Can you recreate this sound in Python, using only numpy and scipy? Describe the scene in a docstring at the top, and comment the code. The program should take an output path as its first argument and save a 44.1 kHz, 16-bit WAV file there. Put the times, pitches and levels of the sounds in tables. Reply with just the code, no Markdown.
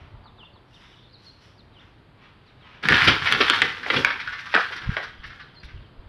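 """A finch sings gliding whistles over a yard's filtered noise hum, while grainy scuffs and damped wooden taps
come from indoors. Then a light metal screen door is knocked out of its track on a covered patio, topples, lands
on a folding chair and bounces to rest: short noise bursts and a dense rattle ring the modes of its frame, and
decaying noise gives the short echo of the walls. The air pushed by the fallen door buffets the small microphone
as low noise and pressure puffs, and the finch sings again."""
import sys
import numpy as np
from scipy import signal
from scipy.fft import rfft, irfft
from scipy.io import wavfile
from scipy.ndimage import uniform_filter1d

SR = 44100
rng = np.random.default_rng(int(sys.argv[2]) if len(sys.argv) > 2 else 0)


def materialize(psi):
    """Save the field psi as 16-bit PCM at rate SR to the path in sys.argv[1].

    A 1-D psi becomes a single channel; in a 2-D psi each row is a channel.
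    """
    bounded = np.clip(np.atleast_2d(psi).T, -1, 1)
    quanta = np.round(bounded * 32767).astype(np.int16)
    wavfile.write(sys.argv[1], SR, quanta)


N = 268128
T = np.arange(N) / SR  # time, s


def undb(db):
    """Decibel law: amplitude ratio of a level in dB."""
    return 10 ** (np.asarray(db) / 20)


def unit(x):
    """Normalisation to an rms of 1."""
    return x / np.sqrt(np.mean(x ** 2))


def decay(t, t60):
    """Exponential decay: the amplitude falls by 60 dB in t60 seconds."""
    return np.exp(-np.log(1000) * t / t60)


def band(x, lo_hz, hi_hz, order=2):
    """Band limitation by a Butterworth filter."""
    return signal.sosfilt(signal.butter(order, [lo_hz, hi_hz], "band", fs=SR, output="sos"), x)


def colour(x, points, size=2048):
    """Minimum-phase filtering through (Hz, dB) points by the folded cepstrum of the log gain; unit energy."""
    hz, db = np.transpose(points)
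    bins_hz = np.arange(size // 2 + 1) * SR / size
    log_gain = np.interp(np.log(bins_hz + 1), np.log(hz), db) * np.log(10) / 20
    cepstrum = irfft(log_gain)
    cepstrum[1:size // 2] *= 2
    cepstrum[size // 2 + 1:] = 0
    impulse = irfft(np.exp(rfft(cepstrum)))
    return signal.fftconvolve(x, impulse / np.sqrt(np.sum(impulse ** 2)))[:len(x)]


def walk(rate):
    """Slow random modulation: levels held 1 / rate seconds, smoothed twice, rms 1."""
    hold = int(SR / rate)
    steps = np.repeat(rng.standard_normal(N // hold + 1), hold)
    return unit(uniform_filter1d(uniform_filter1d(steps, hold), hold)[:N])


def clicks(rate, spread_db):
    """Shot noise: random contacts of both signs, most small, a few larger; rms 1."""
    chance, sign, size = rng.random((3, N))
    sizes = undb(-spread_db * np.log(size + 0.031))
    return unit((chance < rate / SR) * np.sign(sign - .5) * sizes)


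def add(out, s, x):
    """Superposition: adds x to out from s seconds on."""
    i = int(s * SR)
    out[i:i + len(x)] += x[:N - i]


def swells(times, dbs, rise_s, fall_s):
    """Energy addition of events that grow exponentially to a peak and die away exponentially."""
    power = 0
    for s, db in zip(times, dbs):
        power = power + undb(2 * db) * np.exp(2 * np.minimum((T - s) / rise_s, (s - T) / fall_s))
    return np.sqrt(power)


# Spectral shape of the neighbourhood: pitch_hz [Hz], level_db [dB, relative]
YARD_SPECTRUM = [(35, -24.5), (60, -9.5), (116, 1.5), (179, -7), (348, -9), (390, -11), (755, -14),
                 (970, -13), (2590, -21), (3180, -20.5), (4790, -26), (6450, -65.5), (11400, -46),
                 (14000, -73)]
YARD_DB = -54
TRAFFIC_DB, TRAFFIC_FADE_S = 5.5, 0.24  # lift of the lower bands at the start, time constant of its fading


def yard():
    """Ambient noise: octave bands that flicker a little; a distant vehicle lifts the lower ones at first."""
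    out, swell = 0, walk(0.54)
    for hz in 70 * 2. ** np.arange(8):
        traffic_db = TRAFFIC_DB * np.exp(-T / TRAFFIC_FADE_S) * (hz < 2000)
        level_db = traffic_db + 0.87 * swell + 1.0 * walk(6.8)
        out = out + undb(level_db) * band(rng.standard_normal(N), hz, 2 * hz, order=1)
    return unit(colour(out, YARD_SPECTRUM)) * undb(YARD_DB)


PATIO_T60_S, PATIO_DB = 0.42, -4.5
WALL_S, WALL_DB = 0.0338, -26  # delay and level of the far wall's return


def patio(x, count=40):
    """Reverberation: direct sound, diffuse tail of walls, roof and slab, and a return from the far wall."""
    t = T[:int(.6 * SR)]
    tail = decay(t, PATIO_T60_S) * np.clip(t / 0.0018, 0, 1)
    wall = np.exp(-.5 * ((t - WALL_S) / 0.00066) ** 2)
    shape = undb(PATIO_DB) * tail / np.sqrt(np.sum(tail ** 2))
    shape += undb(WALL_DB) * wall / np.sqrt(np.sum(wall ** 2))
    out = x.copy()
    # the fine structure of the echo changes as the sources move: crossfade fresh random tails
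    for k in range(count + 1):
        share = np.sqrt(np.clip(1 - np.abs(T / T[-1] * count - k), 0, 1))
        near = np.flatnonzero(share)
        echo = signal.fftconvolve((x * share)[near], shape * rng.standard_normal(len(t)))
        add(out, near[0] / SR, echo)
    return out


GARDEN_T60_S, GARDEN_DB = .6, -7


def garden(x):
    """Late reflection: the long thin echo of the song from fences and house fronts."""
    t = T[:SR]
    tail = decay(t, GARDEN_T60_S) * np.clip(t / 0.017, 0, 1) * rng.standard_normal(len(t))
    return undb(GARDEN_DB) * signal.fftconvolve(x, tail / np.sqrt(np.sum(tail ** 2)))[:N]


# Blurred warbles: start_s [s], length_s [s], first_hz [Hz], last_hz [Hz], level_db [dB, relative]
FAR_WARBLES = [(.8, 0.31, 3620, 3540, -54), (1.043, .42, 4120, 4280, -56), (5.077, .18, 3260, 3180, -52),
               (5.424, .2, 3060, 3133, -60)]
BLUR_HZ = 170  # half width of the smeared band


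def far_birds():
    """Scattering: distance and echo smear gliding warbles into a narrow wavering band."""
    out = np.zeros(N)
    for s, length, first_hz, last_hz, db in FAR_WARBLES:
        u = np.arange(0, 1, 1 / (length * SR))
        lowpass = signal.butter(2, BLUR_HZ, fs=SR)
        blur = unit(signal.lfilter(*lowpass, rng.standard_normal(SR)))[-len(u):]
        pitch = first_hz + (last_hz - first_hz) * u
        glide = np.sin(2 * np.pi * np.cumsum(pitch) / SR)
        add(out, s, undb(db) * blur * np.sqrt(np.sin(np.pi * u)) * glide)
    return out


# Gusts of air on the microphone: peak_s [s], level_db [dB, relative]
AIR_GUSTS = [(0.0, -49), (.15, -47.5), (.3, -58), (2.92, -40), (3.08, -38), (3.4, -51), (3.6, -55),
             (4.0, -46), (4.3, -51.5), (4.879, -35.5), (5.28, -47.5), (5.76, -41.5), (6.0, -50.5)]
# Single pressure puffs: start_s [s], level_db [peak dB, relative], pitch_hz [Hz]
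AIR_PUFFS = [(4.867, -25, 72), (4.8882, -13.5, 120), (4.914, -29, 93.5), (5.182, -39.5, 38.5),
             (5.246, -40.5, 58), (5.641, -38, 51.7), (5.735, -34, 61), (5.755, -36, 86.5),
             (5.972, -36, 32.1), (6.059, -39, 69.8)]
BREEZE_DB, GUST_RISE_S, GUST_FALL_S = -62.5, 0.019, 0.058  # steady air, gust time constants


def buffeting():
    """Turbulent pressure: low noise of air at the microphone and puffs of one and a half cycles."""
    air = undb(BREEZE_DB) + swells(*np.transpose(AIR_GUSTS), GUST_RISE_S, GUST_FALL_S)
    out = unit(band(rng.standard_normal(N), 27, 112, order=3)) * air * undb(1.0 * walk(14))
    for s, puff_db, hz in AIR_PUFFS:
        u = np.arange(0, 1, hz / 1.5 / SR)
        add(out, s, undb(puff_db) * np.sin(np.pi * u) ** 2 * -np.sin(3 * np.pi * u))
    return out


# Scuffs: peak_s [s], level_db [dB, relative], top_level_db [dB of the airy top, relative]
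SCUFF_EVENTS = [(.01, -54.5, -71.5), (.42, -64, -81), (.75, -64, -59), (.83, -52, -59), (.93, -58.5, -62.5),
                (1.25, -59, -57.5), (1.44, -57, -57.5), (1.82, -54, -69), (2.24, -51, -87),
                (2.48, -60, -76), (2.67, -48, -87), (2.75, -49, -73)]
SCUFF_RISE_S, SCUFF_FALL_S = 0.039, 0.0773
# Faint wooden taps: start_s [s], level_db [dB, relative]
WOOD_TAPS = [(.07, -52), (0.15, -45), (.24, -44), (0.257, -39), (.32, -48), (0.385, -43), (0.432, -42.5),
             (0.56, -44), (.648, -60)]
# Modes of the tapped wood: pitch_hz [Hz], level_db [dB, relative], t60_s [s]
WOOD_MODES = [(724, -7.5, 0.033), (890, -2.5, 0.048), (1014, 3, 0.028), (1187, 0, 0.028), (1300, -3, 0.022)]


def indoors():
    """Friction and modal decay: soft scuffs of dense grains behind the door and a few light wooden taps."""
    s, db, top_db = np.transpose(SCUFF_EVENTS)
    grain = clicks(5300, 2.9)
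    airy = unit(band(grain, 3200, 5620, order=4) + undb(-13.5) * band(grain, 6500, 10300))
    out = swells(s, db, SCUFF_RISE_S, SCUFF_FALL_S) * unit(band(grain, 870, 3270, order=3))
    out += swells(s, top_db, SCUFF_RISE_S, SCUFF_FALL_S) * airy
    t = T[:int(.12 * SR)]
    for s, tap_db in WOOD_TAPS:
        wood = 0
        for hz, db, t60 in WOOD_MODES:
            mode_db = db + 1.9 * rng.standard_normal()  # each tap excites the modes a little differently
            wood = wood + undb(mode_db) * decay(t, t60) * np.sin(2 * np.pi * hz * t)
        add(out, s, undb(tap_db) * (1 - np.exp(-t / 0.0014)) * wood)
    return out


# Song notes: start_s [s], figure [name], pitch_hz [Hz, reference], level_db [dB, relative]
SONG_NOTES = [(.238, "pip", 4400, -61), (.532, "pip", 4300, -66), (0.253, "fall", 3417, -55),
              (0.369, "hook", 2680, -51.5), (.548, "fall", 3226, -59.5), (.712, "turn", 2730, -58),
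              (.933, "pip", 2900, -53), (0.972, "fall", 2810, -63.5), (1.026, "fall", 3450, -61),
              (1.125, "fall", 3700, -52), (1.247, "dip", 4140, -49.5), (1.577, "fall", 3550, -58),
              (1.721, "hook", 2760, -56), (2.462, "fall", 3510, -61.5), (2.596, "slide", 2733, -61),
              (5.18, "fall", 3830, -68), (5.407, "fall", 3640, -55.5), (5.475, "fall", 2950, -58),
              (5.54, "dip", 4128, -54), (5.585, "sag", 4410, -60), (5.678, "slide", 2415, -61),
              (5.75, "fall", 2624, -61.5), (5.81, "slide", 2712, -65.5)]
# Pitch course of each named figure: share of the note [0-1], pitch [ratio to the reference]
SONG_FIGURES = {"fall": [(0, 1.4), (.5, 1.16), (.88, 1.02), (1, 1)], "hook": [(0, 1.5), (.1, 1.47),
                (.33, 1.15), (.58, 1), (.66, 1.27), (.72, 1.36), (.79, 1.29), (.95, .99), (1, .98)],
                "dip": [(0, 1.26), (.25, 1.06), (.55, 1), (.75, 1.01), (1, 1.11)], "pip": [(0, 1.08),
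                (1, 1)], "sag": [(0, 1.12), (.5, 1.09), (1, 1)], "turn": [(0, 1.12), (.28, 1), (.4, 1.33),
                (.55, 1.35), (.85, 1.05), (1, .98)], "slide": [(0, 1.58), (.5, 1.2), (1, 1)]}
# Length of each named figure: length_s [s]
FIGURE_LENGTHS = {"fall": .037, "hook": .115, "dip": .07, "turn": .072, "slide": .065, "pip": .016, "sag":
                  .04}
FENCE_S, FENCE_DB = .013, -12  # a near surface doubles each note


def finch():
    """Frequency modulation: slightly husky gliding whistles, strongest a little after mid-note."""
    out = np.zeros(N)
    husk = undb(3 * walk(220))
    for s, figure, hz, db in SONG_NOTES:
        u = np.arange(0, 1, 1 / (FIGURE_LENGTHS[figure] * SR))
        course = np.interp(u, *np.transpose(SONG_FIGURES[figure]))
        pitch = hz * uniform_filter1d(course, size=150)
        whistle = np.sqrt(2) * np.sin(2 * np.pi * np.cumsum(pitch) / SR)
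        shape = np.sin(np.pi * u ** 1.24) ** 0.64
        add(out, s, undb(db) * husk[int(s * SR):][:len(u)] * shape * whistle)
    return out + undb(FENCE_DB) * np.roll(out, int(FENCE_S * SR))


EDGE_PER_CRACK = 0.3  # dB of edge per dB of crack


def contacts(table, swell, edge_db, grain_db):
    """Impact excitation: each contact has body, thud, edge and crack; swell = rise time over fall time."""
    t = T[:int(.2 * SR)]
    parts = np.zeros((4, N))
    for s, db, hz, thud_db, thud_hz, crack_db, ms in table:
        fall = max(ms, .5) / 1000
        n = rng.standard_normal((3, len(t)))
        shape = (1 - np.exp(-t / (swell * fall))) ** 2 * np.exp(-t / fall)
        # uneven knock sizes make the contact grainy
        chatter = n[0] * undb(grain_db * n[2]) * shape
        chatter *= undb(-1.0) * np.sqrt(np.sum(shape ** 2) / np.sum(chatter ** 2)) / shape.max()
        # the part that is struck favours its own tone
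        body = chatter + undb(10.5) * band(chatter, hz / 1.167, hz * 1.307, order=1)
        fade = np.exp(-t / (fall + 0.015))
        thud = unit(band(n[1] * fade, thud_hz / 1.795, thud_hz * 1.436, order=3))
        thud *= undb(thud_db + 1.5) * np.sqrt(np.mean(fade ** 2))
        edge = undb(edge_db + EDGE_PER_CRACK * (crack_db + 44)) * chatter
        crack = undb(crack_db - 1.0) * chatter * shape / shape.max()
        for part, x in zip(parts, (body, thud, edge, crack)):
            add(part, s - swell * fall, undb(db) * x)
    return parts


# Modes of the frame tubes, damped by the taut mesh: pitch_hz [Hz], level_db [dB, relative], t60_s [s]
TUBE_MODES = [(777, -7.5, 0.12), (953, -7.5, 0.082), (1170, -9, .06), (1334, -10.5, .14), (1462, -8, .14),
              (1608, -15, .12), (1754, -15.5, 0.061), (1956, -13.5, 0.034), (2054, -33, 0.042),
              (2400, -17, 0.0793), (2595, -26, 0.0811), (3015, -18.5, 0.064), (3190, -9, 0.14)]
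BEND_SHARE = .012  # rms share by which the tones wander


def ring(x):
    """Modal resonance: the frame tubes ring briefly at modes that drift as the frame bends."""
    out = 0
    for hz, db, t60 in TUBE_MODES:
        drifting_hz = hz * (1 + BEND_SHARE * walk(6))
        turn = np.exp(2j * np.pi * np.cumsum(drifting_hz) / SR)
        # shift the mode to 0 Hz, let it decay there, shift it back
        envelope = signal.lfilter([1], [1, -decay(1 / SR, t60)], x / turn)
        out = out + undb(db) * np.real(turn * envelope)
    return out


# Sharp blows on the frame: time_s [s, one rise time after onset], level_db [dB, relative],
# pitch_hz [Hz, of the struck part], thud_level_db [dB, relative], thud_pitch_hz [Hz],
# crack_level_db [dB, relative], fall_ms [ms, time constant]
FRAME_BLOWS = [(2.8861, -1.5, 1850, -44, 248, -28, 2.82), (2.8915, -9, 1900, -53, 252, -49.5, 2.4),
               (2.9225, -6, 1660, -16.5, 267, -47, 2.6), (2.928, -10, 1760, -13, 90, -53, 5.1),
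               (2.9537, -12.5, 1610, -18, 313, -44.5, 6.5), (3.0195, -4.5, 1930, -17, 133.6, -59, 1.25),
               (3.3235, 0, 2840, -29, 141, -22, 1.9), (3.329, -15, 2650, -21, 300, -44, 5.4),
               (3.4252, -11.5, 2480, -34.5, 420, -49.5, 2.6), (3.4988, 3, 3370, -27, 437, -23.5, 1.2),
               (3.5045, -9, 3200, -28.5, 440, -47.5, 3.5), (3.6184, -0.5, 1900, -38.5, 405, -34, 1.74),
               (3.6215, -4.5, 2090, -26.5, 410, -51.5, 2.66), (3.8615, -20.5, 1600, -4.5, 724, -57.5, 5.5),
               (3.9011, -6.5, 2040, -15.5, 460, -65.5, 5.1), (4.0474, -2.5, 1820, -22, 895, -25, 2.1),
               (4.5402, -9.5, 1830, -5, 755, -62, 3.7), (4.5465, -7, 2820, -15, 527, -53, 3.2),
               (4.5515, -8.5, 1620, -10.5, 330, -60, 2.9), (4.5628, -10, 1720, -15, 790, -55, 4),
               (4.5752, -10.5, 1480, -5, 770, -59, 1.8), (4.9672, -14.5, 1900, -10.5, 685, -44, 2.95),
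               (4.972, -25.5, 1520, 0.5, 727, -35, 16.6)]
# Jolts, a cluster of small knocks that swells and fades: columns and units as for the blows
FRAME_JOLTS = [(2.8321, -33, 1760, -5, 470, -32, 6.37), (2.855, -16, 1650, -6, 217, -43, 2.5),
               (2.9053, -18, 1550, 1, 218, -28, 8.1), (2.9426, -14, 2710, -27, 316, -39, 9.2),
               (2.9882, -19, 1670, -15, 121, -46, 5.1), (3.05, -17.5, 1870, -23, 151.6, -23, 11.4),
               (3.0765, -9, 2700, -5.5, 138, -45.5, 6.5), (3.0835, -5, 2500, -9, 387, -39, 5.1),
               (3.0975, -11.5, 2280, -19, 179, -35, 4.8), (3.2235, -23.5, 1440, -3, 116.6, -56, 6),
               (3.2755, -15.5, 2010, -28.5, 480, -44, 11.8), (3.3497, -18, 1580, -13, 122, -45.5, 6.3),
               (3.4075, -7, 2100, -6.5, 406, -57, 3.07), (3.413, -7.5, 2740, -16, 430, -52, 4.3),
               (3.5368, -18, 1670, -16, 487, -66, 8), (3.8375, -29, 1480, -20, 410, -56, 8.2),
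               (3.9398, -17.5, 1150, -4.5, 416, -37.5, 8.3), (3.9679, -17.5, 2900, -8.5, 113, -33.5, 7.3),
               (4.0747, -19.5, 1120, -12, 880, -75, 8.8), (4.1065, -17, 1630, -14, 467, -69, 3.9),
               (4.128, -31, 1600, -23, 480, -42.5, 7.6), (4.2064, -28, 2110, -25, 180, -34, 11.3),
               (4.2771, -25, 1500, -38, 127, -56, 5.3), (4.3333, -29, 1830, -29, 864, -37, 13.3),
               (4.392, -32, 1940, -43, 288, -34.5, 13), (4.4645, -32, 1350, -36, 116, -33, 10.7),
               (4.527, -33, 2000, -31, 505, -31, 14.6), (4.587, -22, 1450, -17, 900, -43, 5.7),
               (4.602, -22, 1150, -11, 800, -43.5, 9.8), (4.7152, -38, 1990, 2.5, 610, -25, 7.7),
               (4.728, -28, 1710, -21, 600, -34, 8), (4.7678, -30, 1660, -13, 315, -28, 11.8),
               (4.8385, -32.5, 1370, -3, 128, -50, 8.8), (4.9076, -34, 1470, -11, 102, -55, 11.37),
               (4.9422, -32.5, 1480, -24, 524, -51, 11.5), (5.037, -30.5, 1400, -9, 762, -28.5, 11.8),
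               (5.2432, -34, 1777, -18, 102, -46, 10.6), (5.27, -44.5, 3380, -19, 120, -20, 16),
               (5.305, -40.5, 1510, -21, 200, -42.5, 8.9), (5.326, -42, 1540, -16, 121, -48, 7.5),
               (5.36, -51, 1450, -24, 121, -47.5, 7.87), (5.4056, -37.5, 1590, -10, 112, -49, 11.8),
               (5.634, -39.5, 1970, 1.5, 102, -31, 4), (5.648, -46, 3500, -24, 102, -17.5, 11.6),
               (5.6937, -46, 1880, -13.5, 102, -52, 15.2)]
# Loose frame and mesh shaking: time_s [s], level_db [dB, relative]
RATTLE_LEVELS = [(2.82, -58), (2.835, -29), (2.87, -27.5), (2.96, -20.5), (3.06, -24), (3.12, -25),
                 (3.2, -33), (3.3, -24), (3.46, -24.5), (3.56, -21.5), (3.65, -29.5), (3.74, -37),
                 (3.85, -37.5), (3.97, -23.5), (4.04, -37.5), (4.12, -34), (4.31, -43.5), (4.52, -42.5),
                 (4.62, -31.5), (4.69, -42.5), (4.92, -40.5), (5.08, -47.5), (5.2, -58.5), (5.33, -47),
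                 (5.5, -59), (5.9, -65.5)]
# Radiation of the struck frame: pitch_hz [Hz], level_db [dB, relative]
FRAME_SPECTRUM = [(410, -32), (650, -22.5), (770, -13), (958, -7), (1180, -4), (1580, 0.5), (2220, -4),
                  (2560, -6), (2840, -6), (3320, -4), (5060, -19.5), (6570, -67), (16000, -83)]
# Radiation of the flexing panel: pitch_hz [Hz], level_db [dB, relative]
PANEL_SPECTRUM = [(24, -44), (45, -18), (129, -3), (190, -5), (260, 0), (340, -5), (430, 1.5), (500, 0),
                  (620, -16.5), (900, -11.5), (1170, -41.5), (1980, -120)]
BLOW_EDGE_DB, JOLT_EDGE_DB = -19, -9  # edge, relative, at a tabled crack level of -44 dB
BOOM_DB, FIZZ_DB = -13, -14.5  # flexing panel and mesh, re the rattle's level curve
LANDS_S, RESTING_DB = 4.06, -6  # once the door lies on the chair the panel flexes less


def door():
    """Structure-borne sound: blows and jolts ring the frame, loose parts rattle, mesh fizzes, panel booms.
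    Returns the body of the sound, and its top and thuds, which the rough, open patio hardly sends back."""
    blows = contacts(FRAME_BLOWS, 0.081, BLOW_EDGE_DB, 1.7)
    jolts = contacts(FRAME_JOLTS, 1.2, JOLT_EDGE_DB, 4.1)
    body, thud, edge, crack = blows + jolts
    s, db = np.transpose(RATTLE_LEVELS)
    rattle_db = np.interp(T, s, db, -120, -120)
    rattle = clicks(600, 3) * undb(rattle_db + 2.2 * walk(70))
    fizz = unit(band(clicks(1200, 3), 2200, 6070)) * undb(rattle_db + FIZZ_DB + 3.2 * walk(45))
    boom_db = rattle_db + BOOM_DB + RESTING_DB * (T > LANDS_S) + 6.4 * walk(22.04)
    boom = colour(rng.standard_normal(N), PANEL_SPECTRUM) * undb(boom_db)
    metal = colour(undb(-10.5) * body + rattle, FRAME_SPECTRUM)
    tubes = undb(-45) * ring(body + undb(1.0) * rattle)
    bright_edge = band(edge, 3400, 5900, order=4)
    top = undb(8.0) * band(crack + undb(-33) * rattle, 6200, 11100, order=3)
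    return metal + tubes + fizz + boom + bright_edge, top + undb(-9.5) * thud


def scene():
    """Superposition of direct and reflected sound; the bird, out in the open, arrives a little drier."""
    bird = finch()
    body, extremes = door()
    wet = patio(body + undb(-11.5) * extremes + indoors() + undb(-3.0) * bird)
    open_air = undb(-4.5) * bird + garden(undb(-0.5) * bird) + far_birds()
    return (wet + extremes + open_air + buffeting() + yard())[None]


# Overall tone colour of the sound, duller above 6 kHz: pitch_hz [Hz], level_db [dB, relative]
TONE_COLOUR = [(20, 3.5), (5600, -3), (6100, -6.5), (6500, -11.5), (9000, -11.5), (11500, -3.5),
               (16000, -17.5)]
CEILING, TOP_HZ = .8, 15700  # limit of the soft rounding (amplitude), upper band edge


def record(dry):
    """Linear filtering and saturation: treble dulled above 6 kHz, faint hiss, rounded peaks, top cut off."""
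    hiss = undb(-86.5) * unit(band(rng.standard_normal(N), 4800, 11000))
    heard = colour(dry[0], TONE_COLOUR)[None] * undb(-6.0) + hiss
    soft = heard / (1 + np.abs(heard / CEILING) ** 6) ** (1 / 6)
    return signal.sosfilt(signal.ellip(8, .2, 80, TOP_HZ, fs=SR, output="sos"), soft)


dry = scene()
out = record(dry)
materialize(out)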